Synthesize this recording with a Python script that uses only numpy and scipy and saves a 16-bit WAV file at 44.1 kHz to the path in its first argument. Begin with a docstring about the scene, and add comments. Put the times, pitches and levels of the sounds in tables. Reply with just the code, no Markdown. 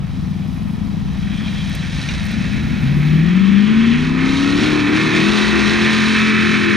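"""A V8 mud truck idles far off across a flooded field, its open exhaust loping, while a light wind
stirs on the microphone. After a second it rolls off through wet grass: loose steel sings and clanks,
and a few bright ticks snap. Then it revs up, the exhaust booming and rasping under load as the spinning
tyres scrub the turf. From about four seconds it charges through standing water, throwing up sheets of
spray, and the hum of the tread climbs as the engine is held flat out."""
import sys
import numpy as np
from scipy import signal
from scipy.fft import rfft, irfft, next_fast_len
from scipy.io import wavfile
from scipy.ndimage import uniform_filter1d, map_coordinates

SR = 44100
rng = np.random.default_rng(int(sys.argv[2]) if len(sys.argv) > 2 else 0)


def persist_wave(psi):
    """Save psi, clipped to +-1, as 16-bit WAV."""
    counts = np.round(np.clip(psi, -1, 1) * 32767).astype(np.int16)
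    wavfile.write(sys.argv[1], SR, np.atleast_2d(counts).T)


N = 298116

# How hard the engine pulls. Each row: time in seconds, load from 0 to 1.
ENGINE_LOAD = [(0, 0), (2.2, 0.2), (2.8, 0.96), (6.76, 0.86)]


def amp(db):
    """Decibels to gain."""
    return 10 ** (np.asarray(db) / 20)


def unit(x):
    """Scale to rms 1."""
    return x / np.sqrt(np.mean(x ** 2) + 1e-20)


def along(points, hz):
    """Read (Hz, value) points on a log frequency axis."""
    freqs, values = np.transpose(points)
    return np.interp(np.log(hz + 1), np.log(freqs + 1), values)


def curves(rows):
    """Automation: one value per sample for each column after the time."""
    times, *columns = np.transpose(rows)
    return [np.interp(np.arange(N) / SR, times, column) for column in columns]


def wobble(rate):
    """A smooth random curve, rate knots a second."""
    knots = rng.standard_normal(4096)
    coarse = np.arange(0, N + 64, 64)
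    return np.interp(np.arange(N), coarse, map_coordinates(knots, [coarse * rate / SR], mode="wrap"))


def filtered(x, response):
    """x through a complex frequency response."""
    size = next_fast_len(N + SR // 2)
    return irfft(rfft(x, size) * response(np.fft.rfftfreq(size, 1 / SR)), size)[..., :N]


def coloured(x, spectrum):
    """x through a (Hz, dB) EQ curve, at rms 1."""
    return unit(filtered(x, lambda hz: amp(along(spectrum, hz))))


def wind():
    """Each microphone port is buffeted on its own, over the faint hiss of open air."""
    # Gusts. Each row: time in seconds, relative level in dB.
    gusts = [(0, -32), (.5, -35.5), (1.1, -30.5), (1.6, -33), (2.3, -31), (2.7, -27), (3.1, -30),
             (3.5, -37.5), (3.95, -30), (4.5, -36), (6.76, -46.5)]
    # Tone of the air and of the buffeting. Each row: frequency in Hz, gain in dB.
    air_eq = [(100, 10), (400, -4.5), (800, 8.5), (1400, -1.5), (3000, -8), (6000, -14), (7500, -21),
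              (10500, -27), (15500, -31)]
    rumble_eq = [(10, -21), (25, -4.5), (45, -0.5), (80, 4.0), (150, -43), (400, -34.5), (1500, -84)]
    lumps = amp(1.5 * np.array([wobble(9), wobble(9)]))
    rumble = coloured(lumps * rng.standard_normal((2, N)), rumble_eq)
    hiss = coloured(rng.standard_normal((2, N)), air_eq)
    return amp(curves(gusts)[0] + 3.5) * rumble + amp(-44) * hiss


def crackle():
    """A fine, dry crackle close by: dense tiny grains, partly different at each port."""
    # The crackle's fader. Each row: time in seconds, level in dB.
    fader = [(0, -63.5), (.6, -55.5), (1.0, -60.5), (1.6, -59), (2.05, -71), (2.3, -69), (2.6, -60.5),
             (3.1, -52), (3.4, -71), (6.76, -66)]
    # Its fizzy tone. Each row: frequency in Hz, gain in dB.
    fizz_eq = [(3000, -9), (5200, 3.5), (6000, -7), (7200, -10), (10500, -4), (13000, -7), (15500, -17)]
    grains = rng.standard_normal((3, N)) * amp(3 * wobble(500) + wobble(25))
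    return amp(curves(fader)[0]) * coloured(grains[0] + 0.3 * grains[1:], fizz_eq)


def ticks():
    """Small sharp ticks, each a snap of bright band-passed noise."""
    # Each row: start in seconds, relative peak in dB, band centre in Hz.
    cues = [(1.695, -30, 9400), (1.7498, -20, 9200), (1.7584, -43, 7500), (2.2383, -33, 9700),
            (2.2523, -28, 9280), (2.2674, -33, 11000), (2.3136, -30, 10300)]
    out, t = np.zeros(N), np.arange(SR // 20) / SR
    for start, db, hz in cues:
        snap = rng.standard_normal(len(t)) * amp(-60 * t / 0.019) * (1 - np.exp(-t / .0015))
        octaves = np.log2((np.fft.rfftfreq(len(t), 1 / SR) + 1) / hz)
        snap = irfft(rfft(snap) * np.exp(-(octaves / 0.62) ** 2), len(t))
        out[round(start * SR):][:len(t)] += amp(db - 6.5) * snap / np.abs(snap).max()
    return out


def field_reverb(x):
    """The field and tree line answer with a diffuse tail that differs from side to side."""
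    # Each row: frequency in Hz, seconds to fall 60 dB.
    decay_times = [(100, 1), (1500, 0.17), (10000, 0.053)]
    hz, t, noise = signal.stft(rng.standard_normal((2, SR // 2)), SR, nperseg=256)
    tail = signal.istft(noise * amp(-60 * t / along(decay_times, hz)[:, None]), SR, nperseg=256)[1]
    return signal.fftconvolve(x[None], tail / np.linalg.norm(tail[0]), axes=1)[:, :N]


def panned(x):
    """The two ports hear the truck at different levels and phases."""
    # Each row: frequency in Hz, left minus right in dB.
    balance = [(60, 6.5), (110, 3.5), (200, 7.5), (380, 1), (700, -2.5), (1290, -6), (2380, -1.5),
               (4400, 0.5), (15000, 1)]
    # Each row: frequency in Hz, phase lead of the left in radians.
    lead = [(60, -1.14), (200, -0.39), (340, -1.06), (700, -0.65), (1500, -0.15), (3500, 0.4), (6000, 0.31)]

    def ports(hz):
        side = np.array([[1], [-1]])
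        pair = amp(along(balance, hz) * side / 2) * np.exp(.5j * side * along(lead, hz))
        return pair / np.abs(pair.mean(axis=0))
    return filtered(x, ports)


def chassis(squeal_hz, width_hz):
    """Loose steel sings and clanks as the truck rolls off over the ruts."""
    # The thin metallic singing. Each row: time in seconds, level in dB.
    squeal_fader = [(1.0, -75), (1.25, -43.5), (1.48, -36.5), (1.56, -40), (1.67, -40.5), (1.85, -42.5),
                    (2.2, -70)]
    # Each row: start in seconds, relative level in dB.
    clanks = [(1.48, -28.5), (2.088, -19), (2.309, -33)]
    # The ring of the steel. Each row: frequency in Hz, gain in dB, seconds to fall 60 dB.
    modes = [(2210, -14, .08), (2420, 2, 0.043), (2800, -7, .1), (3630, -8, 0.067), (3970, -8, 0.054),
             (5840, -4, 0.017)]

    def resonances(hz):
        return sum(amp(db) / (1 + ((hz - squeal_hz * ratio) / width_hz) ** 2)
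                   for ratio, db in [(.73, -5), (1, 2), (1.19, -12)])
    squeal = unit(filtered(rng.standard_normal(N), resonances))
    out = amp(curves(squeal_fader)[0] + 1.8 * wobble(35)) * squeal
    t = np.arange(SR // 4) / SR
    for start, db in clanks:
        ring = sum(amp(level + rng.normal(0, 1.2) - 60 * t / t60) * np.sin(2 * np.pi * hz * t)
                   for hz, level, t60 in modes)
        out[round(start * SR):][:len(t)] += amp(db) * ring * (1 - np.exp(-t / 0.0003))
    return out


def tyres():
    """Tread blocks slap the ground in a rising hum; wheelspin adds a scrubbing hiss."""
    # The hum. Each row: time in seconds, pitch in Hz, level in dB.
    tread = [(0, 49.9, -94), (5.2, 58.04, -49), (5.5, 67.5, -30.5), (5.9, 81.2, -36.5), (6.3, 86.8, -36),
             (6.76, 103.2, -32)]
    # Wheelspin on turf, up to the water's edge. Each row: time in seconds, level in dB.
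    scrub_fader = [(2.8, -54), (3.1, -44), (3.42, -39), (4.0, -33.5), (4.11, -55)]
    # Its tone. Each row: frequency in Hz, gain in dB.
    scrub_eq = [(2000, -46), (2800, 9.5), (3400, 11.5), (3900, -14), (4600, -28), (7000, -59)]
    hz, db = curves(tread)
    hum = amp(db + 0.78 * wobble(13)) * unit(np.sin(2 * np.pi * np.cumsum(hz) / SR))
    scrub = amp(curves(scrub_fader)[0] + wobble(24.86)) * coloured(rng.standard_normal(N), scrub_eq)
    return hum + scrub


def spray(fall_s):
    """Tyres swish through wet grass, then throw sheets of water that rise, hold and fall as drops."""
    # Wet grass. Each row: time in seconds, relative level in dB.
    grass_fader = [(0.0, -57), (0.15, -52.5), (0.74, -56), (1.2, -50.5), (1.57, -44), (1.87, -43),
                   (2.02, -39.5), (2.66, -46), (3.34, -45.5), (4.0, -40), (4.12, -43.5)]
    # One sheet per puddle. Each row: start, attack and length in seconds, level in dB.
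    puddles = [(4.148, 0.18, 0.45, -31), (4.523, 0.075, 0.13, -29), (4.908, 0.047, 0.092, -29),
               (5.105, 0.063, 0.37, -27), (5.54, .06, 0.32, -28.5), (5.853, 0.074, 0.33, -27),
               (6.36, 0.055, .4, -31.5)]
    # Tone of the water under load and at idle. Each row: frequency in Hz, gain in dB.
    spray_eq = [(1650, -18.5), (2800, 2), (3300, 0.5), (3620, 2), (3980, 3), (4760, -8), (5490, -7.5),
                (6710, -13), (7570, -21.5), (10200, -26.5), (13100, -46), (15500, -64)]
    swish_eq = [(1650, -5), (2800, -7.5), (3320, -2), (3620, -7), (3840, 2), (4240, -7.5), (4720, -6.5),
                (5940, -8.5), (7200, -19.5), (9590, -20.5), (15500, -49)]
    t = np.arange(N) / SR
    power = amp(curves(grass_fader)[0] + 5) ** 2
    for start, attack, length, db in puddles:
        release = np.exp(-np.maximum(t - start - length, 0) / fall_s)
        sheet = np.clip((t - start) / attack, 0, 1) * release
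        power += (amp(db) * sheet) ** 2
    load, = curves(ENGINE_LOAD)
    drops = unit(rng.standard_normal(N) * amp(1.46 * wobble(350) + 0.52 * wobble(30)))
    water = np.sqrt(load) * coloured(drops, spray_eq) + np.sqrt(1 - load) * coloured(drops, swish_eq)
    return np.sqrt(power) * water


def crank():
    """Four-stroke cycles per second, and cycles turned so far: eight firings each."""
    # Idle, a long climb, a stumble in the water, flat out. Each row: time in seconds, cycles a second.
    revs = [(0.0, 10.7), (0.3, 11.2), (0.79, 12.7), (1.13, 11.9), (1.45, 12.9), (1.81, 10.9), (2.11, 10.6),
            (2.43, 14.1), (2.56, 15.6), (2.79, 15.4), (2.92, 17.6), (3.07, 19.1), (3.22, 20.1),
            (3.41, 24.0), (3.56, 24.7), (3.75, 27.8), (3.9, 28.9), (4.05, 31.6), (4.52, 35.4), (4.67, 38.2),
            (4.86, 36.5), (5.03, 40.2), (5.12, 38.0), (5.31, 42.1), (5.67, 42.2), (5.78, 43.2),
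            (6.23, 43.5), (6.76, 41.9)]
    rate, = curves(revs)
    return rate, np.cumsum(rate) / SR


def gas_bursts(scatter_db, decay_s):
    """One turbulent puff per firing, each of another size, held to an even average level."""
    rate, cycles = crank()
    firing, fraction = np.divmod(8 * cycles, 1)
    size = amp(scatter_db * rng.standard_normal(int(firing[-1]) + 1))[firing.astype(int)]
    age_s = fraction / (8 * rate)
    envelope = size * np.exp(-age_s / decay_s)
    running_rms = np.sqrt(np.abs(uniform_filter1d(envelope ** 2, size=SR // 4)) + 1e-9)
    return rng.standard_normal(N) * envelope / running_rms


def snarl(spread_db):
    """A crackle that repeats with every engine cycle, so that its high orders glide with the crank."""
    size, order_count = 8192, 220
    levels, phases = rng.standard_normal((2, order_count))
    loop = irfft(np.r_[0, amp(spread_db * levels) * np.exp(2j * np.pi * phases)], size)
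    rate, cycles = crank()
    wave = np.interp(cycles % 1 * size, np.arange(size), loop)
    # as strong per hertz as white noise of rms 1
    return unit(wave) * np.sqrt(order_count * rate / (SR / 2))


def exhaust_rasp(dip_hz, dip_width_hz):
    """The sharp front of each burst barks and rasps: loose at idle, mostly crank-locked under load."""
    # Tone of the midrange bark and the brighter rasp. Each row: frequency in Hz, gain in dB.
    bark_eq = [(250, -35.5), (450, 5), (560, -6), (690, 2.5), (830, -2), (980, 3.5), (1300, 4), (1550, -32),
               (1900, -23), (3000, -65)]
    rasp_eq = [(900, -46), (1400, 0), (1600, 2), (1740, 4.5), (1850, 7), (2020, 2), (2280, 5), (2480, 3.5),
               (2620, 5.5), (2780, -13), (3250, -6), (3900, -15), (6000, -76.5)]
    # The rasp hardens as the truck pulls and nears. Each row: time in seconds, relative level in dB.
    rasp_fader = [(0.0, -47.5), (1.04, -46.5), (1.3, -38.5), (2.45, -31), (2.65, -34.5), (3.37, -31),
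                  (4.03, -25.5), (4.09, -30.5), (4.2, -25), (4.56, -26.5), (4.63, -23), (4.93, -23),
                  (5.01, -18), (5.03, -22.5), (5.21, -18.5), (5.31, -21.5), (6.29, -18), (6.76, -18.5)]
    # The ground bounce notches the bark. Each row: time in seconds, depth from 0 to 1.
    ground_dip = [(0, 0), (2.6, 0), (3.3, 0.98), (4.4, 0.35), (5.2, 0), (5.7, 0.32), (6.2, 0.83),
                  (6.76, 0.8)]
    bark_db = -35 + 10.5 * np.log2(crank()[0] / 28.25)  # 10.5 dB up per doubling of the revs
    rasp_db = curves(rasp_fader)[0] - 0.5
    # the snarl's pattern drifts as the truck moves
    drift = np.array([wobble(3.5) for _ in range(5)])
    pattern = sum(weight * snarl(spread_db=4) for weight in drift / np.linalg.norm(drift, axis=0))
    locked = np.interp(curves(ENGINE_LOAD)[0], [0, 1], [.15, .72])
    gas = np.sqrt(locked) * pattern + np.sqrt(1 - locked) * gas_bursts(scatter_db=1.5, decay_s=0.024)
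    bark = coloured(gas, bark_eq)
    cancelled = filtered(bark, lambda hz: np.exp(-((hz - dip_hz) / dip_width_hz) ** 2))
    bark -= curves(ground_dip)[0] * cancelled
    flutter_db = .9 * wobble(32)
    return amp(bark_db + .5 * flutter_db) * bark + amp(rasp_db + flutter_db) * coloured(gas, rasp_eq)


def exhaust_boom():
    """Low orders of the crank through the pipe, over the throb of uneven combustion."""
    # The two banks fire unevenly. Each row: multiple of the cycle rate, gain in dB idling and loaded.
    orders = [(2, -2, 6), (3, 9.5, 12), (4, -1, 8), (6, 8, 5.5), (7, 5.5, 8), (9, -6, 11), (10, 10, 7),
              (11, 11, 1.5), (12, -23, -0.5), (13, 11, 2.5), (14, 10, -.5), (15, -11, -2), (16, 8, 1),
              (17, 5, -3.5), (18, 1, -3), (19, -16, -20), (20, -24, -22), (21, 0, -21), (22, -8.5, -13.5)]
    # Tone of the pipe and of the throb. Each row: frequency in Hz, gain in dB.
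    pipe_eq = [(30, -30), (70, -16.5), (100, -12), (128, -11), (170, -3.5), (215, 0), (280, -10.5),
               (340, -5.5), (430, -8), (520, -27), (700, -22), (1000, -22)]
    throb_eq = [(20, -33), (60, -25), (120, -15), (180, 1), (260, -1.5), (360, -15), (500, -26),
                (800, -24.5), (1500, -57)]
    # Burble and throb ride the revs. Each row: cycles a second, relative level in dB.
    level_by_revs = [(11, -23), (13, -22), (16, -19), (22, -19.5), (29, -23.5), (35, -22.5), (38.5, -19.5),
                     (42, -23.5)]
    # Two strong notes swell through the exhaust's resonances. Each row: pitch in Hz, level in dB.
    firing_swell = [(90, -32.5), (121, -31), (133, -18.5), (160, -14), (193, -12.5), (233, -13.8),
                    (245, -21), (258, -23.5), (267, -17.5), (287, -16), (303, -20), (334, -22),
                    (348, -30.5)]
    drone_swell = [(55, -35.5), (75, -40.5), (118, -42), (145, -26.5), (155, -21.5), (182, -24),
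                   (192, -33.5), (206, -15.5), (220, -19.5)]
    rate, cycles = crank()
    cycles += .008 * wobble(7)  # the crank runs ahead and behind as the tyres grip and slip
    load, = curves(ENGINE_LOAD)

    def partial(order, rough, flutter_hz):
        # even orders add up to two chugs a cycle; the pipe spreads each chug in time
        phase = order * cycles + order % 2 / 4 + (.012 + .02 * load) * (order - 16) ** 2
        jitter = wobble(flutter_hz) + 1j * wobble(flutter_hz)
        flutter = (1 + rough * jitter) / np.sqrt(1 + 2 * rough ** 2)
        return np.sqrt(2) * np.real(flutter * np.exp(2j * np.pi * phase))

    ragged = .17 + .4 * load  # combustion is steady at idle, ragged at full throttle
    burble, power = np.zeros(N), np.zeros(N)
    for order, idle_db, load_db in orders:
        gain = amp(idle_db + load * (load_db - idle_db) + along(pipe_eq, order * rate))
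        burble += gain * partial(order, rough=ragged, flutter_hz=22)
        power += gain ** 2
    burble *= amp(-0.88 - 0.56 * load) / np.sqrt(power)
    throb = amp(-10 + 3.7 * load) * coloured(gas_bursts(scatter_db=1, decay_s=0.0036), throb_eq)
    uneven = amp(along(level_by_revs, rate) + .6 * (load - 0.5)) * (burble + throb)
    strain = np.interp(rate, [35, 42], [.07, .55])  # the firing note roughens near top revs
    firing = amp(along(firing_swell, 8 * rate)) * partial(8, rough=strain, flutter_hz=20)
    drone = amp(along(drone_swell, 5 * rate)) * partial(5, rough=0.023, flutter_hz=21)
    # at idle the two banks leave a lull between their chugs
    lope = 1 + .22 * (1 - load) * np.cos(4 * np.pi * cycles)
    return lope * (uneven + firing + drone)


def scene():
    """The truck in the open field, with ticks, crackle and wind left dry."""
    engine = exhaust_boom() + exhaust_rasp(dip_hz=663, dip_width_hz=294)
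    truck = engine + spray(fall_s=0.25) + tyres() + chassis(squeal_hz=3275, width_hz=150)
    return panned(truck) + amp(-19.5) * field_reverb(truck) + ticks() + crackle() + wind()


def record(dry):
    """A brick-wall low-pass trims the very top."""
    return filtered(dry, lambda hz: hz < 15750)


dry = scene()
out = record(dry)
persist_wave(out)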